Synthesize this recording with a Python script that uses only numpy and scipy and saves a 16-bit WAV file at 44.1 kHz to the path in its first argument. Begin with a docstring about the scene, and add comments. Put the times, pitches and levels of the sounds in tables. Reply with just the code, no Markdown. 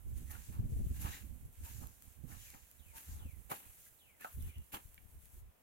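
"""Slow footsteps on dirt and gravel beside a block wall, as a long carton is carried over a building site.
Each sole loads the grit, whose many small slips add up to a crunch; single stones scrape, knock and tick.
Close to the microphone, clothing hisses by friction and turbulent wind buffets the two ports.
Wind puffs, handling bumps and heel landings give dull, low thuds.
Far off, in the outdoor hush, a bird repeats a falling whistle."""
import sys
import numpy as np
from scipy import signal
from scipy.fft import rfft, irfft
from scipy.io import wavfile
from scipy.ndimage import uniform_filter1d

SR = 44100
rng = np.random.default_rng(int(sys.argv[2]) if len(sys.argv) > 2 else 0)


def put_to_file(sound):
    """Save the sound as 16-bit audio at rate SR, in the file named by the first command-line argument."""
    columns = np.atleast_2d(sound).T  # one column per channel
    safe = np.clip(columns, -1, 1)
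    whole_steps = np.round(safe * 32767)
    wavfile.write(sys.argv[1], SR, whole_steps.astype(np.int16))


N = 247842
T = np.arange(N) / SR
FREQS = np.maximum(np.fft.rfftfreq(N, 1 / SR), 1)


def from_db(db):
    """Amplitude ratio: a factor of ten per 20 dB."""
    return 10 ** (np.asarray(db) / 20)


def unit_rms(x):
    """Normalisation to unit mean power."""
    return x / np.sqrt(np.mean(x ** 2) + 1e-20)


def in_time(rows):
    """Linear interpolation of each column over time."""
    times, *columns = np.transpose(rows)
    return [np.interp(T, times, column) for column in columns]


def at_hz(points):
    """Interpolation on a logarithmic frequency axis."""
    hz, value = np.transpose(points)
    return np.interp(np.log(FREQS), np.log(hz), value)


def shaped(x, gain):
    """Linear filtering: the spectrum is multiplied by a gain."""
    return irfft(rfft(x) * gain, N)


def noise(spectrum):
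    """Coloured Gaussian noise, incoherent between the channels."""
    return unit_rms(shaped(rng.standard_normal((2, N)), from_db(at_hz(spectrum))))


def drift(cutoff_hz):
    """Random modulation: low-pass noise of unit power."""
    return unit_rms(shaped(rng.standard_normal(N), 1 / (1 + (FREQS / cutoff_hz) ** 4)))


def swell(start, hold, rise_s, fall_s):
    """Exponential growth to 1, a hold, then exponential decay."""
    return np.exp(np.minimum(T - start, 0) / rise_s - np.maximum(T - start - hold, 0) / fall_s)


def grains(per_s, spread_db):
    """Three independent Poisson streams of clicks, many small and a few large."""
    signs = (rng.random((3, N)) < per_s / SR) * rng.choice([-1, 1], (3, N))
    return signs * from_db(spread_db * np.minimum(rng.exponential(1, (3, N)), 5))


def panned(pan_db):
    """Constant-power panning; pan is the left level minus the right."""
    pair = from_db(np.array([pan_db, -pan_db]) / 2)
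    return pair / np.sqrt(np.mean(pair ** 2, axis=0))


def right_first(x, lag_s=0.000496):
    """Path difference: the wave reaches the left port later."""
    return np.array([np.interp(T - lag_s, T, x), x])


def scatter(x, t60):
    """Diffuse reflection: a decaying spray of echoes, different in each channel."""
    age = T[:SR]
    echoes = rng.standard_normal((2, SR)) * from_db(-60 * age / t60) * (age > .002)
    return signal.fftconvolve(x, echoes / np.sqrt(np.sum(echoes ** 2) / 2), axes=1)[:, :N]


# Spectra of the rumble and the small eddies. Each row: frequency in Hz, relative level in dB.
RUMBLE_SPECTRUM = [(15, -17), (30, -8.5), (50, -7.5), (66, -0.5), (90, -8.5), (125, -19), (170, -31.5),
                   (260, -38), (400, -38.5), (900, -72)]
EDDY_SPECTRUM = [(60, -4), (120, 3.5), (170, -4), (250, -6), (400, -25.5), (700, -29.5), (1500, -101)]
# The light breeze. Each row: time in seconds, relative level in dB, pan in dB.
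BREEZE = [(0.0, -62, -12.5), (0.6, -52.5, -2), (1.9, -66.5, -20), (2.75, -74, -16.5), (4.1, -80, -17.5),
          (5.25, -69, 13), (5.62, -85, 6)]
# Gusts. Each row: start and hold in seconds, relative level in dB, eddies over rumble in dB, pan in dB.
GUSTS = [(0.067, 0.11, -46.5, -11, -5), (0.21, 0.089, -53.5, -6.5, -7.5), (0.58, 0.085, -42.5, -8.5, -4.5),
         (0.724, 0.19, -40.5, -12.5, 0.5), (0.964, 0.13, -48.5, -7.5, -8), (1.232, 0.12, -52, -5, -11.5),
         (1.439, 0.024, -54.5, -6, 4), (1.609, 0.03, -47.5, -18, -4.5), (1.714, 0.16, -52.5, -10.5, -11),
         (2.055, 0.014, -63.5, -1, -32), (2.191, 0.18, -56, -6.5, -33), (2.413, 0.15, -65.5, -15, -25),
         (2.862, 0.099, -62.5, -16.5, -10), (3.092, 0.1, -50, -13, 0), (3.24, 0.034, -46, -11.5, -4.5),
         (3.341, 0.055, -53, -16.5, -16), (3.664, 0.036, -62.5, -19, -12), (3.78, 0.027, -73, -22, -7),
         (4.365, 0.12, -46, -17, -1.5), (4.584, 0.0092, -45, -14, -2), (4.851, 0.032, -58.5, -23, 6.5),
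         (5.147, 0.029, -55.5, -18, 1), (5.35, 0.13, -57.5, -23, -3)]

def wind(gain_db=4.0, lump_db=4.5, lull_db=5, breeze_eddy_db=-11):
    """Turbulence makes the pressure fluctuate at each port: a deep rumble, with smaller eddies above it."""
    breeze_db, breeze_pan_db = in_time(BREEZE)
    lulls_db = lull_db * np.array([drift(6.2), drift(11.5)])
    rumble_power = (from_db(breeze_db + lulls_db) * panned(breeze_pan_db)) ** 2
    eddy_power = rumble_power * from_db(breeze_eddy_db) ** 2
    for start, hold, db, eddy_db, pan_db in GUSTS:
        envelope = swell(start, hold, rise_s=0.016, fall_s=0.019)
        gust_power = np.outer(from_db(db) * panned(pan_db), envelope) ** 2
        rumble_power += gust_power
        eddy_power += gust_power * from_db(eddy_db) ** 2
    lumps = from_db(lump_db * np.array([drift(33.4), drift(18)]))
    rumble = np.sqrt(rumble_power) * noise(RUMBLE_SPECTRUM)
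    eddies = np.sqrt(eddy_power) * noise(EDDY_SPECTRUM)
    flow = lumps * (rumble + eddies)
    # The short-term power is held to that of breeze and gusts.
    excess_power = uniform_filter1d(flow ** 2 / (rumble_power + eddy_power), size=2000, axis=1)
    return from_db(gain_db) * flow / np.sqrt(excess_power)


# Hiss in the centre of the stereo image. Each row: frequency in Hz, share of the power from 0 to 1.
CENTRE_SHARE = [(9000, 0.05), (11500, 0.29), (15000, .4)]
# Unequal response of the ports to near sounds. Each row: frequency in Hz, pan in dB.
PORT_BALANCE = [(3500, 0), (5200, 2.5), (6800, 0), (8800, -3.5), (11000, -1), (15000, 0)]

def hiss(spectrum, per_s, spread_db):
    """Shot noise of many tiny contacts; the highest hiss sits partly in the centre of the stereo image."""
    clicks, share = grains(per_s, spread_db), np.clip(at_hz(CENTRE_SHARE), 0, 1)
    colour = from_db(at_hz(spectrum)) * panned(at_hz(PORT_BALANCE))
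    centred = shaped(clicks[0], colour * np.sqrt(share))
    wide = shaped(clicks[1:], colour * np.sqrt(1 - share))
    return unit_rms(centred + wide)


# Spectrum of rubbing fabric. Each row: frequency in Hz, relative level in dB.
CLOTH_SPECTRUM = [(600, -62), (1300, -11), (2400, -9.5), (3500, -12.5), (5200, -16), (6300, -8), (7400, -5),
                  (9000, -5), (11000, -1.5), (12500, -2.5), (14500, -4.5), (15800, -7)]
# Sleeves rubbing until the walker stops. Each row: time in seconds, relative level in dB.
RUSTLE = [(0.0, -69.5), (0.4, -66.5), (0.65, -71), (0.95, -64.5), (1.5, -68.5), (1.95, -68.5),
          (2.22, -70.5), (3.4, -66), (3.8, -64.5), (4.14, -72.5), (4.6, -69), (5.37, -69.5), (5.5, -96)]
# Leg swings. Each row: start and hold in seconds, relative level in dB, body boost in dB, pan in dB.
SWISHES = [(0.17, 0.36, -69, 6.5, -0.5), (0.716, 0.26, -70, 4.5, 0), (0.955, 0.33, -70.5, -2, 7),
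           (1.581, 0.26, -68, 5.5, -2), (2.043, 0.12, -70.5, 5, 0.5), (2.306, 0.21, -67, 3.5, 0),
           (2.724, 0.047, -70, 0, 8), (2.937, 0.25, -68, 6.5, 1.5), (3.536, 0.35, -64.5, -0.5, 3),
           (4.272, 0.23, -61.5, -4.5, 0.5), (4.77, 0.19, -72, 2, 0), (5.22, 0.18, -67.5, -1, 4.5)]

def clothing(gain_db=2.0, split_hz=10000, rustle_pan_db=-4.0, rustle_body_db=-1.5):
    """Sliding friction: threads catch and release, giving a swish per stride over a thinner rustle."""
    rustle_db, = in_time(RUSTLE)
    top_power = np.outer(panned(rustle_pan_db), from_db(rustle_db)) ** 2
    body_power = top_power * from_db(rustle_body_db) ** 2
    for start, hold, db, body_db, pan_db in SWISHES:
        envelope = swell(start, hold, rise_s=0.04, fall_s=0.018)
        swish_power = np.outer(from_db(db) * panned(pan_db), envelope) ** 2
        top_power += swish_power
        body_power += swish_power * from_db(body_db) ** 2
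    threads = hiss(CLOTH_SPECTRUM, per_s=30000, spread_db=4.0)
    body = shaped(threads, 1 / (1 + (FREQS / split_hz) ** 10))
    top = threads - body
    return from_db(gain_db + 1.13 * drift(17)) * (body * np.sqrt(body_power) + top * np.sqrt(top_power))


# Spectrum of the outdoor hush. Each row: frequency in Hz, relative level in dB.
AIR_SPECTRUM = [(180, -4.5), (300, -8.5), (477, -7), (1010, -10.5), (1080, -12), (1210, -13), (2510, -16),
                (2960, -17), (4480, -25.5), (15800, -15)]

def open_air(level_db=-70):
    """Stationary broadband noise: the faint, even hush of the outdoors."""
    return from_db(level_db) * noise(AIR_SPECTRUM)


def loose_grit(per_s=7.0, gain_db=-58, spread_db=5.0):
    """A Poisson process of impacts: disturbed crumbs of dirt drop with tiny, high clicks."""
    crumbs = grains(per_s, spread_db)[0]
    highpass = signal.butter(2, 7000, "high", fs=SR, output="sos")
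    clicks = right_first(signal.sosfilt(highpass, crumbs + 1e-18))
    return from_db(gain_db) * (clicks + scatter(clicks, t60=.012))


# Sound arriving straight from the ground. Each row: frequency in Hz, share of the power from 0 to 1.
DIRECT_SHARE = [(150, 1), (500, 0), (1000, 0.83), (2200, 0.47), (3500, 0.23), (5000, 0), (15000, 0.1)]

def crunch(spectrum, per_s, spread_db):
    """Direct and wall-scattered sound of slipping grains, superposed and held at unit power."""
    clicks, share = grains(per_s, spread_db), np.clip(at_hz(DIRECT_SHARE), 0, 1)
    colour = from_db(at_hz(spectrum))
    direct = shaped(right_first(clicks[0]), colour * np.sqrt(share))
    scattered = shaped(clicks[1:], colour * np.sqrt(1 - share))
    grit = direct + scattered
    return grit / np.sqrt(uniform_filter1d(np.mean(grit ** 2, axis=0), size=1100) + 1e-12)


# Spectra of the four ground materials. Each row: frequency in Hz, relative level in dB.
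SOIL_SPECTRUM = [(50, -14), (120, -4), (280, 1), (400, -6), (520, -7), (660, -11), (780, 1), (1000, 0),
                 (1350, -5), (2000, -22), (4000, -50)]
GRAVEL_SPECTRUM = [(600, -73), (1200, -11.5), (1650, 7), (1950, 1.5), (2250, 3), (2800, 6.5), (3400, -1.5),
                   (4100, -2), (5200, -10.5), (8000, -5)]
SAND_SPECTRUM = [(2500, -15.5), (4200, -5), (5300, -3.5), (6300, 3), (7300, 5), (8800, -11), (10500, -12),
                 (15800, -7)]
DUST_SPECTRUM = [(6000, -20.5), (9000, -4), (11000, 2.5), (13000, 2), (14500, 1), (15800, -23.5)]
# Sole contacts. Each row: time of greatest pressure, rise time and 60 dB decay time in seconds,
# then relative levels of packed soil, gravel and fine grit in dB.
SOLE_CONTACTS = [ (0.316, 0.025, 0.1, -57, -61, -55), (0.346, 0.026, 0.28, -60, -61, -65),
                 (0.465, 0.18, 0.35, -83, -68.5, -65.5), (0.540, 0.031, 0.42, -63.5, -66, -69),
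                 (0.975, 0.092, 0.3, -70, -64.5, -64.5), (1.021, 0.034, 0.31, -60.5, -57.5, -52.5),
                 (1.060, 0.023, 0.18, -48, -53.5, -74), (1.144, 0.18, 0.38, -61, -53, -56.5),
                 (1.651, 0.025, 0.96, -72, -61.5, -59.5), (1.770, 0.19, 1, -71, -75, -63.5),
                 (1.827, 0.023, 0.26, -57.5, -85, -67), (2.315, 0.048, 0.33, -60, -67, -61.5),
                 (2.455, 0.17, 1, -90, -64, -61.5), (2.545, 0.014, 0.17, -58.5, -80, -70.5),
                 (2.974, 0.035, 0.36, -67, -59.5, -56), (3.120, 0.1, 0.33, -69, -68, -61.5),
                 (3.240, 0.3, 0.12, -66.5, -75, -91), (3.502, 0.0071, 0.59, -55.5, -55, -57.5),
                 (3.518, 0.012, 0.11, -40.5, -49, -52), (3.565, 0.075, 0.13, -72, -57.5, -62),
                 (3.850, 0.15, 0.36, -88, -82, -69.5), (4.21, 0.003, 0.053, -57, -61, -62.5),
                 (4.240, 0.05, 0.53, -69, -61.5, -63), (4.426, 0.0026, .08, -82, -76, -69),
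                 (4.490, 0.087, 0.26, -72.5, -66.5, -77), (4.729, 0.012, 0.12, -66, -54.5, -58),
                 (4.745, 0.017, 0.15, -44, -47, -53)]

def footsteps(settle_db=-24, settle_t60=0.2, even_rise_s=0.12, dust_db_per_halving=1.52):
    """Granular friction: the crunch follows the pressure of the sole, with a faint tail as grit settles."""
    power = np.zeros((4, N))
    for peak_s, rise, t60, soil_db, gravel_db, grit_db in SOLE_CONTACTS:
        age = np.maximum(T - peak_s, 0)
        build = np.clip(1 + (T - peak_s) / rise, 0, 1)
        pressure = build * (from_db(-60 * age / t60) + from_db(settle_db - 60 * age / settle_t60))
        # A quick stamp bursts the finest dust; a slow roll grinds the sand.
        quick_db = dust_db_per_halving * np.log2(even_rise_s / rise)
        gains = from_db([soil_db, gravel_db, grit_db - quick_db, grit_db + quick_db])
        power += np.outer(gains, pressure) ** 2
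    soil, gravel, sand, dust = np.sqrt(power)
    coarse = soil * crunch(SOIL_SPECTRUM, per_s=2600, spread_db=1.5)
    coarse += gravel * crunch(GRAVEL_SPECTRUM, per_s=1600, spread_db=1.0)
    fine = sand * hiss(SAND_SPECTRUM, per_s=13000, spread_db=4.0)
    fine += dust * hiss(DUST_SPECTRUM, per_s=15000, spread_db=5.5)
    stick_slip = from_db(1.67 * drift(60))
    return stick_slip * coarse + fine * panned(0.5)[:, None]


# Stones dragged under the sole. Each row: centre and Gaussian width in seconds, pitch in Hz,
# relative level in dB.
SCRAPES = [(0.316, 0.025, 1876, -66), (0.35, 0.0054, 1388, -59), (0.556, 0.026, 968, -74),
           (1.058, 0.01, 915, -58), (1.14, 0.028, 3836, -64), (1.141, 0.0096, 1926, -56),
           (1.665, 0.019, 940, -62.5), (2.321, 0.0042, 1765, -62), (2.959, 0.02, 900, -63),
           (3.519, 0.011, 788, -46), (3.51, 0.0083, 996, -55), (3.514, 0.0078, 2264, -53),
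           (4.216, 0.0083, 2466, -60), (4.229, 0.013, 1690, -56.5), (4.250, 0.002, 737, -42.5),
           (4.251, 0.0033, 1340, -43), (4.557, 0.057, 2896, -73), (4.749, 0.006, 3050, -49)]

def scrapes(wobble=0.0356, flutter_db=7.0, wall_db=-5):
    """Friction drives one resonance of a sliding stone, unsteady in pitch and amplitude."""
    tones = np.zeros(N)
    warped_time = np.cumsum(1 + wobble * drift(238)) / SR
    for centre, width, hz, db in SCRAPES:
        near = np.abs(T - centre) < 4 * width
        envelope = from_db(db) * np.exp(-((T[near] - centre) / width) ** 2 / 2)
        tones[near] += envelope * np.sin(2 * np.pi * hz * warped_time[near])
    direct = right_first(tones * from_db(flutter_db * drift(400)))
    return direct + from_db(wall_db) * scatter(direct, t60=0.13)


# Dull low thuds: wind puffs on the microphone, handling bumps and heel landings.
# Each row: start in seconds, relative level in dB, pitch in Hz, pan in dB.
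THUDS = [(0.595, -18, 99, 7), (0.724, -36, 120, 2), (1.048, -18.5, 71, -2), (2.238, -28.5, 131, -30),
         (2.247, -43, 254, -6), (3.515, -39.5, 270, -5), (4.739, -37.5, 54.4, 2), (4.742, -42, 148, -5)]

def thuds(t60=0.041, overtone_ratio=1.83, overtone_db=-10, rise_s=0.0068):
    """Heavily damped oscillation: a low note and its overtone, gone in a few cycles."""
    out, age = np.zeros((2, N)), T[:SR // 4]
    for start, db, hz, pan_db in THUDS:
        phase = 2 * np.pi * hz * age
        note = np.sin(phase) + from_db(overtone_db) * np.sin(overtone_ratio * phase)
        envelope = np.minimum(age / rise_s, 1) * from_db(db - 60 * age / t60)
        at = round(start * SR)
        out[:, at:at + len(age)] += np.outer(panned(pan_db), note * envelope)
    return out


# Single grains snapping. Each row: start in seconds, level in dB.
TICKS = [(1.201, -45), (1.871, -41), (2.023, -41), (2.503, -40), (2.714, -46.5), (4.425, -41.5),
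         (4.583, -46), (4.944, -47), (5.256, -46)]

def ticks(t60=0.0038, pan_db=-2.0):
    """A short transient has a broad spectrum: a grain gives way with a bright snap."""
    envelope = sum(from_db(db - 60 * np.maximum(T - start, 0) / t60) * (T >= start)
                   for start, db in TICKS)
    snap = noise([(500, -22), (1500, 2.5), (5000, 1.5), (9000, 10.5), (13000, 18.0), (16000, 3)])
    return envelope * snap * panned(pan_db)[:, None]


def ring(x, hz, t60):
    """A damped resonator: each impulse starts a decaying sine."""
    radius, angle = from_db(-60 / (t60 * SR)), 2 * np.pi * hz / SR
    return signal.lfilter([0, np.sin(angle)], [1, -2 * radius * np.cos(angle), radius ** 2], x + 1e-18)


# Modes of a struck stone. Each row: frequency as a ratio to the pitch, relative level in dB.
STONE_MODES = [(.56, -30), (.83, 0.5), (1.0, 12.5), (1.21, 11), (1.62, -19), (2.3, -46)]
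# Collisions. Each row: start in seconds, direct peak in dB, pitch in Hz, 60 dB decay time in seconds.
KNOCKS = [(2.318, -52, 1820, .03), (2.541, -46.5, 1890, 0.0055), (3.622, -74, 910, 0.017),
          (3.864, -61, 1650, 0.06), (4.246, -34, 1210, 0.032), (4.979, -45, 2340, 0.023)]

def stone_knocks(chatter_db=-9, chatter_t60=0.015, wall_db=-7):
    """Impact excites normal modes: a stone strikes its neighbour, chatters and rings briefly."""
    knocks, age = np.zeros(N), T[:SR // 5]
    for start, peak_db, hz, t60 in KNOCKS:
        force = from_db(chatter_db - 60 * age / chatter_t60) * rng.standard_normal(len(age))
        force *= rng.random(len(age)) < .05   # sparse rebounds
        force[0] = 1   # the first strike
        knock = sum(from_db(db) * ring(force, hz * ratio, t60) for ratio, db in STONE_MODES)
        at = round(start * SR)
        knocks[at:at + len(age)] += from_db(peak_db) * knock / np.abs(knock).max()
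    direct = right_first(knocks)
    return direct + from_db(wall_db) * scatter(direct, t60=0.22)


# Contour of one whistle. Each row: time from its start in seconds, pitch in Hz, relative level in dB.
WHISTLE = [(0, 4000, -10), (.02, 3400, -2), (.05, 2920, -3), (.085, 2640, -1), (.112, 2400, 0),
           (.145, 2130, -8), (.2, 1850, -16)]
# The bird's calls. Each row: start in seconds, relative level in dB.
CALLS = [(2.379, -67), (2.784, -68.5), (3.184, -68.5), (3.588, -77), (3.986, -67), (4.391, -68)]

def bird(pan_db=5.0, flutter_db=1.8, trees_db=-3):
    """A falling frequency sweep, modulated in amplitude by moving air and scattered by trees."""
    age, hz, contour_db = np.transpose(WHISTLE)
    calls, waver = np.zeros(N), 1 + .04 * drift(400)
    for start, db in CALLS:
        pitch = np.interp(T - start, age, hz) * waver
        envelope = np.interp(T - start, age, from_db(contour_db + db), left=0, right=0)
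        calls += envelope * np.sin(2 * np.pi * np.cumsum(pitch) / SR)
    direct = right_first(calls * from_db(flutter_db * drift(49))) * panned(pan_db)[:, None]
    return direct + from_db(trees_db) * scatter(direct, t60=.4)


def scene():
    """Superposition: the pressures of feet, clothes and wind close by and of the far bird add."""
    ground = footsteps() + scrapes() + stone_knocks() + ticks() + loose_grit()
    return ground + clothing() + wind() + thuds() + bird() + open_air()


def record(dry):
    """Band limiting: a steep elliptic low-pass cuts the treble above 16 kHz."""
    return signal.sosfilt(signal.ellip(12, .2, 70, 16000, fs=SR, output="sos"), dry)


dry = scene()
out = record(dry)
put_to_file(out)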